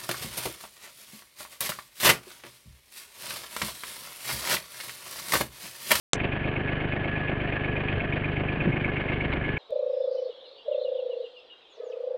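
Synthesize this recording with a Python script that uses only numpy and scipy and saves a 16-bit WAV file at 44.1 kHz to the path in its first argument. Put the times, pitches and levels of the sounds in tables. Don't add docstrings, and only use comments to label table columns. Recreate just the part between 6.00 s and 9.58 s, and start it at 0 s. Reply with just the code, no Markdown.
import sys
import numpy as np
from scipy import signal
from scipy.fft import rfft, irfft
from scipy.io import wavfile
from scipy.ndimage import uniform_filter1d

SR = 44100
rng = np.random.default_rng(int(sys.argv[2]) if len(sys.argv) > 2 else 0)


def to_wav(sig):
    pcm = np.clip(np.atleast_2d(sig), -1, 1) * 32767
    pcm = np.round(pcm).astype(np.int16)
    wavfile.write(sys.argv[1], SR, pcm.T)


N = 157878
TIME = np.arange(N) / SR

CYCLE_HZ, CYLINDERS = 8.317, 3
WANDER_HZ = 1.16
CLICK_S = 0.1328
# firing_multiple, relative_level_db
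EXHAUST_HARMONICS = [(1, -9.5), (2, -7.5), (3, -11.5), (4, -3), (5, -5.5), (6, -1.5), (7, -17), (8, -9.5),
                     (9, -15.5), (10, -10), (11, -8.5), (12, -12), (14, -9.5), (17, -9.5)]


def from_db(db):
    return 10 ** (np.asarray(db) / 20)


def rms_one(x):
    return x / np.sqrt(np.mean(x ** 2) + 1e-20)


def at_hz(points, hz):
    f, db = np.transpose(points)
    return np.interp(np.log(np.maximum(hz, 1)), np.log(f), db)


def over_time(points):
    s, db = np.transpose(points)
    return np.interp(TIME, s, db)


def drift(rate_hz):
    step = 40
    r = np.exp(-2 * np.pi * rate_hz * step / SR)
    noise = rng.standard_normal(N // step + 2002)
    slow = signal.lfilter([1], [1, -2 * r, r * r], noise)[2000:]
    return np.interp(np.arange(N) / step, np.arange(len(slow)), rms_one(slow))


def colour(x, spectrum):
    gain = from_db(at_hz(spectrum, np.arange(N // 2 + 1) * SR / N))
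    return rms_one(irfft(rfft(x) * gain, N))


def resonate(x, modes):
    out = 0
    for k, (hz, width_hz, db) in enumerate(modes):
        r = np.exp(-np.pi * width_hz / SR)
        poles = [1, -2 * r * np.cos(2 * np.pi * hz / SR), r * r]
        ring = (1 - r * r) / 2 * signal.lfilter([1, 0, -1], poles, x + 1e-18)
        out = out + (-1) ** k * from_db(db) * ring
    return out


def low_pass(x, hz, order):
    return signal.sosfilt(signal.butter(order, min(hz, SR / 2 - 100), fs=SR, output="sos"), x)


def burst(s, decay_s):
    return rng.standard_normal(N) * (TIME > s) * np.exp(-abs(TIME - s) / decay_s)


def click(count=4):
    # pitch_hz, width_hz, level_db
    click_ring = [(503, 1800, 0.5), (3400, 3900, -11.5), (7400, 1800, -6), (6030, 838, -0.5)]
    spike_gap_s, spike_growth_db = 0.00027, 3.5
    tail_length_s = 0.028
    snap = from_db(-32) * burst(CLICK_S, decay_s=0.013) * (TIME < CLICK_S + tail_length_s)
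    for k in range(count):
        at = int(CLICK_S * SR) + round(k * spike_gap_s * SR)
        snap[at] += from_db(spike_growth_db * (k - count / 2))
    return from_db(11) * low_pass(resonate(snap, click_ring), hz=9340, order=8)


def exhaust(crank_s):
    cylinder_levels = [0.96, 0, 0.5]
    level_db, rough_db, scatter_db = -36, 0.8, 1
    puff_delay_s, jitter_s = 0.0203, 0.0003
    pipe_smear_s, smear_above_hz = 0.0022, 190
    puff_s = crank_s - puff_delay_s + jitter_s * drift(14.9)
    out = 0
    for multiple, db in EXHAUST_HARMONICS:
        hz = round(multiple) * CYLINDERS * CYCLE_HZ
        smear_s = pipe_smear_s * rng.normal() * (hz > smear_above_hz)
        strength = from_db(db + rough_db * drift(4.1))
        out = out + strength * np.sin(2 * np.pi * hz * (puff_s - smear_s))
    firing = puff_s * CYCLE_HZ * CYLINDERS
    cylinder_db = np.interp(firing, np.arange(CYLINDERS), cylinder_levels, period=CYLINDERS)
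    return np.sqrt(2) * from_db(level_db + cylinder_db + scatter_db * drift(15)) * out


def drone(crank_s, count=170, size=8192):
    # pitch_hz, relative_level_db per line
    body_spectrum = [(130, -32.5), (165, -4), (210, -2.5), (300, -5.5), (365, -7.5), (450, -10.5),
                     (580, -15), (720, -11.5), (820, -22.5), (1200, -19), (1450, -38)]
    # cycle_multiple, extra_level_db
    humming_panels = [(20, 5), (37, 7.5), (44, 10), (50, 8.5), (62, 9.5), (70, 5), (77, 2), (83, -1),
                      (86, 8)]
    level_db, rough_db = -49.5, 1.44
    throb_swing_db, throb_peak_s = 3, 0.045
    chug_swing_db, chug_peak_s = 2, 0.012
    hz = np.arange(count) * CYCLE_HZ
    phases = np.exp(2j * np.pi * rng.random(count))
    lines = from_db(at_hz(body_spectrum, hz)) * phases * (hz > CYCLE_HZ)
    for multiple, db in humming_panels:
        lines[round(multiple)] *= from_db(db)
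    lines[[round(multiple) * CYLINDERS for multiple, _ in EXHAUST_HARMONICS]] = 0
    pattern = irfft(lines, size) * size / np.sqrt(2)
    throb_db = throb_swing_db * np.cos(2 * np.pi * CYCLE_HZ * (crank_s - throb_peak_s))
    chug_db = chug_swing_db * np.cos(2 * np.pi * CYCLE_HZ * CYLINDERS * (crank_s - chug_peak_s))
    strength = from_db(level_db + throb_db + chug_db + rough_db * drift(17))
    return strength * np.interp(crank_s * CYCLE_HZ % 1, np.arange(size) / size, pattern)


def rattles(crank_s, count=32):
    # start_s, decay_s, block_level_db, cover_level_db, rasp_level_db (all relative)
    knock_round = [(.001, 0.0086, 5.5, -3.5, -0.5), (.015, 0.0091, -7.5, -9.5, 1.5),
                   (.035, .0083, -4.5, -3.5, 1.5), (.043, 0.0094, -2, 1, 1), (0.054, 0.0023, -14, -0.5, 0),
                   (0.074, .008, -5, -8, 0), (.086, .010, -7, -0.5, -1.5),
                   (0.099, 0.0055, -16.5, -1.5, -0.5), (0.114, .005, -2.5, 0, -2)]
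    attack_s, jitter_s, scatter_db = 0.0033, 0.00046, 1.5
    power = np.zeros((3, N))
    for cycle in range(-1, count - 1):
        for s, decay_s, *levels_db in knock_round:
            start = cycle / CYCLE_HZ + s + jitter_s * rng.normal()
            gains = from_db(np.array(levels_db) + scatter_db * rng.normal())
            a, b = np.searchsorted(crank_s, [start, start + 1 / CYCLE_HZ])
            age = crank_s[a:b] - start
            swell = np.minimum(age / attack_s, 1)
            decay = np.exp(-np.maximum(age - attack_s, 0) / decay_s)
            power[:, a:b] += (gains[:, None] * swell * decay) ** 2
    return np.sqrt(power)


def blows(crank_s, count=32):
    # start_s, block_level_db, frame_level_db
    blow_round = [(.0032, 4.5, 1), (.0078, -2, 1.5), (.0362, -9.5, 1.5), (.0468, -1.5, 5),
                  (.0785, -6.5, -5)]
    jitter_s, wander_s, scatter_db = 0.00008, 0.0003, 1
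    force = np.zeros((2, N))
    for s, *levels_db in blow_round:
        starts = np.arange(-1, count - 1) / CYCLE_HZ + s + jitter_s * rng.standard_normal(count)
        for at in np.searchsorted(crank_s + wander_s * drift(WANDER_HZ), starts):
            gains = from_db(np.array(levels_db) + scatter_db * rng.normal())
            force[:, at:at + 1] += gains[:, None]
    return force


def shaken(strength, modes):
    even_s, ring_out_s = 0.012, 0.0025
    ring = resonate(rng.standard_normal(N), modes)
    ring = ring / np.sqrt(uniform_filter1d(ring ** 2, int(even_s * SR) + 1) + 1e-12)
    keep = np.exp(-1 / (ring_out_s * SR))
    return rms_one(ring * signal.lfilter([1 - keep], [1, -keep], strength))


def whine():
    pitch_hz = 1696 + 10 * drift(14)
    level_db = -46.5 + 2.5 * drift(17)
    return np.sqrt(2) * from_db(level_db) * np.sin(2 * np.pi * np.cumsum(pitch_hz) / SR)


def knocks(crank_s):
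    # pitch_hz, width_hz, relative_level_db
    block_modes = [(2200, 88, 2.5), (2462, 57, 1.5), (2670, 94, -7), (2064, 46, -9.5), (3050, 230, -16)]
    cover_modes = [(1707, 27, 2.5), (1600, 120, -17.5), (1797, 53, -8)]
    frame_modes = [(569, 60, -3.5), (699, 64, -2), (940, 220, -7), (1239, 200, -12)]
    # start_s, level_db
    hardness = [(.2, -1), (.9, -2.5), (1.5, 0), (2.1, 0), (2.9, 2.5), (3.55, 0.5)]
    # start_s, level_db (added above, taken below)
    ring_tilt = [(.2, 1), (1.4, 0.5), (2.1, 2), (2.8, 0.5), (3.25, -3), (3.55, -.5)]
    # start_s, level_db
    cover_level = [(.2, -1), (.9, -1.5), (1.05, 2), (1.5, 2.5), (1.9, 0), (2.6, -2.5), (3.2, -1.5),
                   (3.55, 2)]
    # pitch_hz, relative_level_db per Hz
    rasp_spectrum = [(150, -12), (300, 3.5), (700, 3.5), (880, -2), (1350, -6.5), (1550, 2), (2000, -4),
                     (2600, -5.5), (3100, -8.5), (3550, -18), (4200, -29), (4900, -34.5)]
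    split_hz, grit_db = 2340, 1.0
    on_block, on_cover, bare = rattles(crank_s)
    block_blows, frame_blows = blows(crank_s)
    tilt_db = over_time(ring_tilt)
    tilted = [(hz, width_hz, db + tilt_db * np.sign(hz - split_hz)) for hz, width_hz, db in block_modes]
    block = resonate(block_blows, tilted) + from_db(-38.5) * shaken(on_block, tilted)
    block = from_db(over_time(hardness)) * block
    cover = from_db(-42) * shaken(on_cover, cover_modes) + whine()
    cover = from_db(over_time(cover_level)) * cover
    frame = resonate(frame_blows, frame_modes)
    grit = rng.standard_normal(N) * from_db(grit_db * drift(250))
    rasp = from_db(-38) * colour(bare * grit, rasp_spectrum)
    return low_pass(block + cover + frame, hz=3040, order=6) + rasp


def rush():
    # pitch_hz, relative_level_db per Hz
    rush_spectrum = [(20, -10), (45, -0.5), (85, -0.5), (170, -0.5), (300, -12.5), (600, -4.5),
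                     (900, -12.5), (1400, -12), (3000, -12.5), (3600, -29.5), (4900, -49.5)]
    return from_db(-38) * colour(rng.standard_normal(N), rush_spectrum)


def through_air(x):
    low = signal.sosfiltfilt(signal.butter(4, 2700, fs=SR, output="sos"), x)
    return low + (x - low) * from_db(1.5 * drift(15))


def wind():
    # peak_s, width_s, level_db, centre_hz
    gusts = [(1.989, 0.048, -33, 86.6), (2.589, 0.027, -35, 108.7), (2.666, 0.013, -27.5, 262),
             (2.688, 0.022, -25.5, 131), (3.31, 0.061, -35, 45.6), (3.411, 0.027, -34, 75.2)]
    out = 0
    for s, width_s, db, hz in gusts:
        band = signal.butter(2, [hz / 1.14, hz * 1.46], "band", fs=SR, output="sos")
        air = signal.sosfilt(band, rng.standard_normal(N))
        swell = np.exp(-((TIME - s) / width_s) ** 2 / 2)
        loudness = np.sqrt(np.average(air ** 2, weights=swell ** 2))
        out = out + from_db(db) * swell * air / loudness
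    return out


def thumps():
    # start_s, level_db
    bumps = [(2.5695, 20), (2.6555, 17), (2.6700, 27), (2.6865, 25.5), (2.7010, 18)]
    # pitch_hz, width_hz, level_db
    boom = [(128, 45, 0), (235, 90, -4), (380, 70, -12)]
    push = np.zeros(N)
    for s, db in bumps:
        push[int(s * SR)] += from_db(db)
    return low_pass(resonate(push, boom), hz=450, order=4)


def clank():
    # pitch_hz, width_hz, level_db
    clank_ring = [(1700, 70, 4.5), (2300, 200, -2)]
    hit = burst(2.649, decay_s=0.003)
    return from_db(-5.5) * low_pass(resonate(hit, clank_ring), hz=3000, order=6)


def tick():
    # pitch_hz, relative_level_db per Hz
    scrape_spectrum = [(300, -4), (1300, 5.5), (3000, -4.5), (4000, -12.5), (4800, -36.5)]
    scrape_s, width_s = 3.33, 0.009
    swell = np.exp(-((TIME - scrape_s) / width_s) ** 2 / 2)
    scrape = from_db(-32.5) * swell * colour(rng.standard_normal(N), scrape_spectrum)
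    return scrape + from_db(-19) * low_pass(burst(3.336, decay_s=0.00067), hz=3450, order=4)


def scene():
    cycle_start_s, wander_s, fade_in_s = 0.196, 0.00036, 0.01514
    crank_s = TIME - cycle_start_s + wander_s * drift(WANDER_HZ)
    distant = through_air(exhaust(crank_s) + drone(crank_s) + knocks(crank_s) + rush())
    field = distant + wind() + thumps() + clank() + tick()
    fade = np.sqrt(np.clip((TIME - CLICK_S) / fade_in_s, 0, 1))
    return (low_pass(field * fade, hz=4890, order=24) + click())[None]


def record(dry):
    top_cut = signal.cheby2(12, 70, 13700, fs=SR, output="sos")
    return signal.sosfilt(top_cut, np.clip(dry, -0.84, 0.84))


dry = scene()
out = record(dry)
to_wav(out)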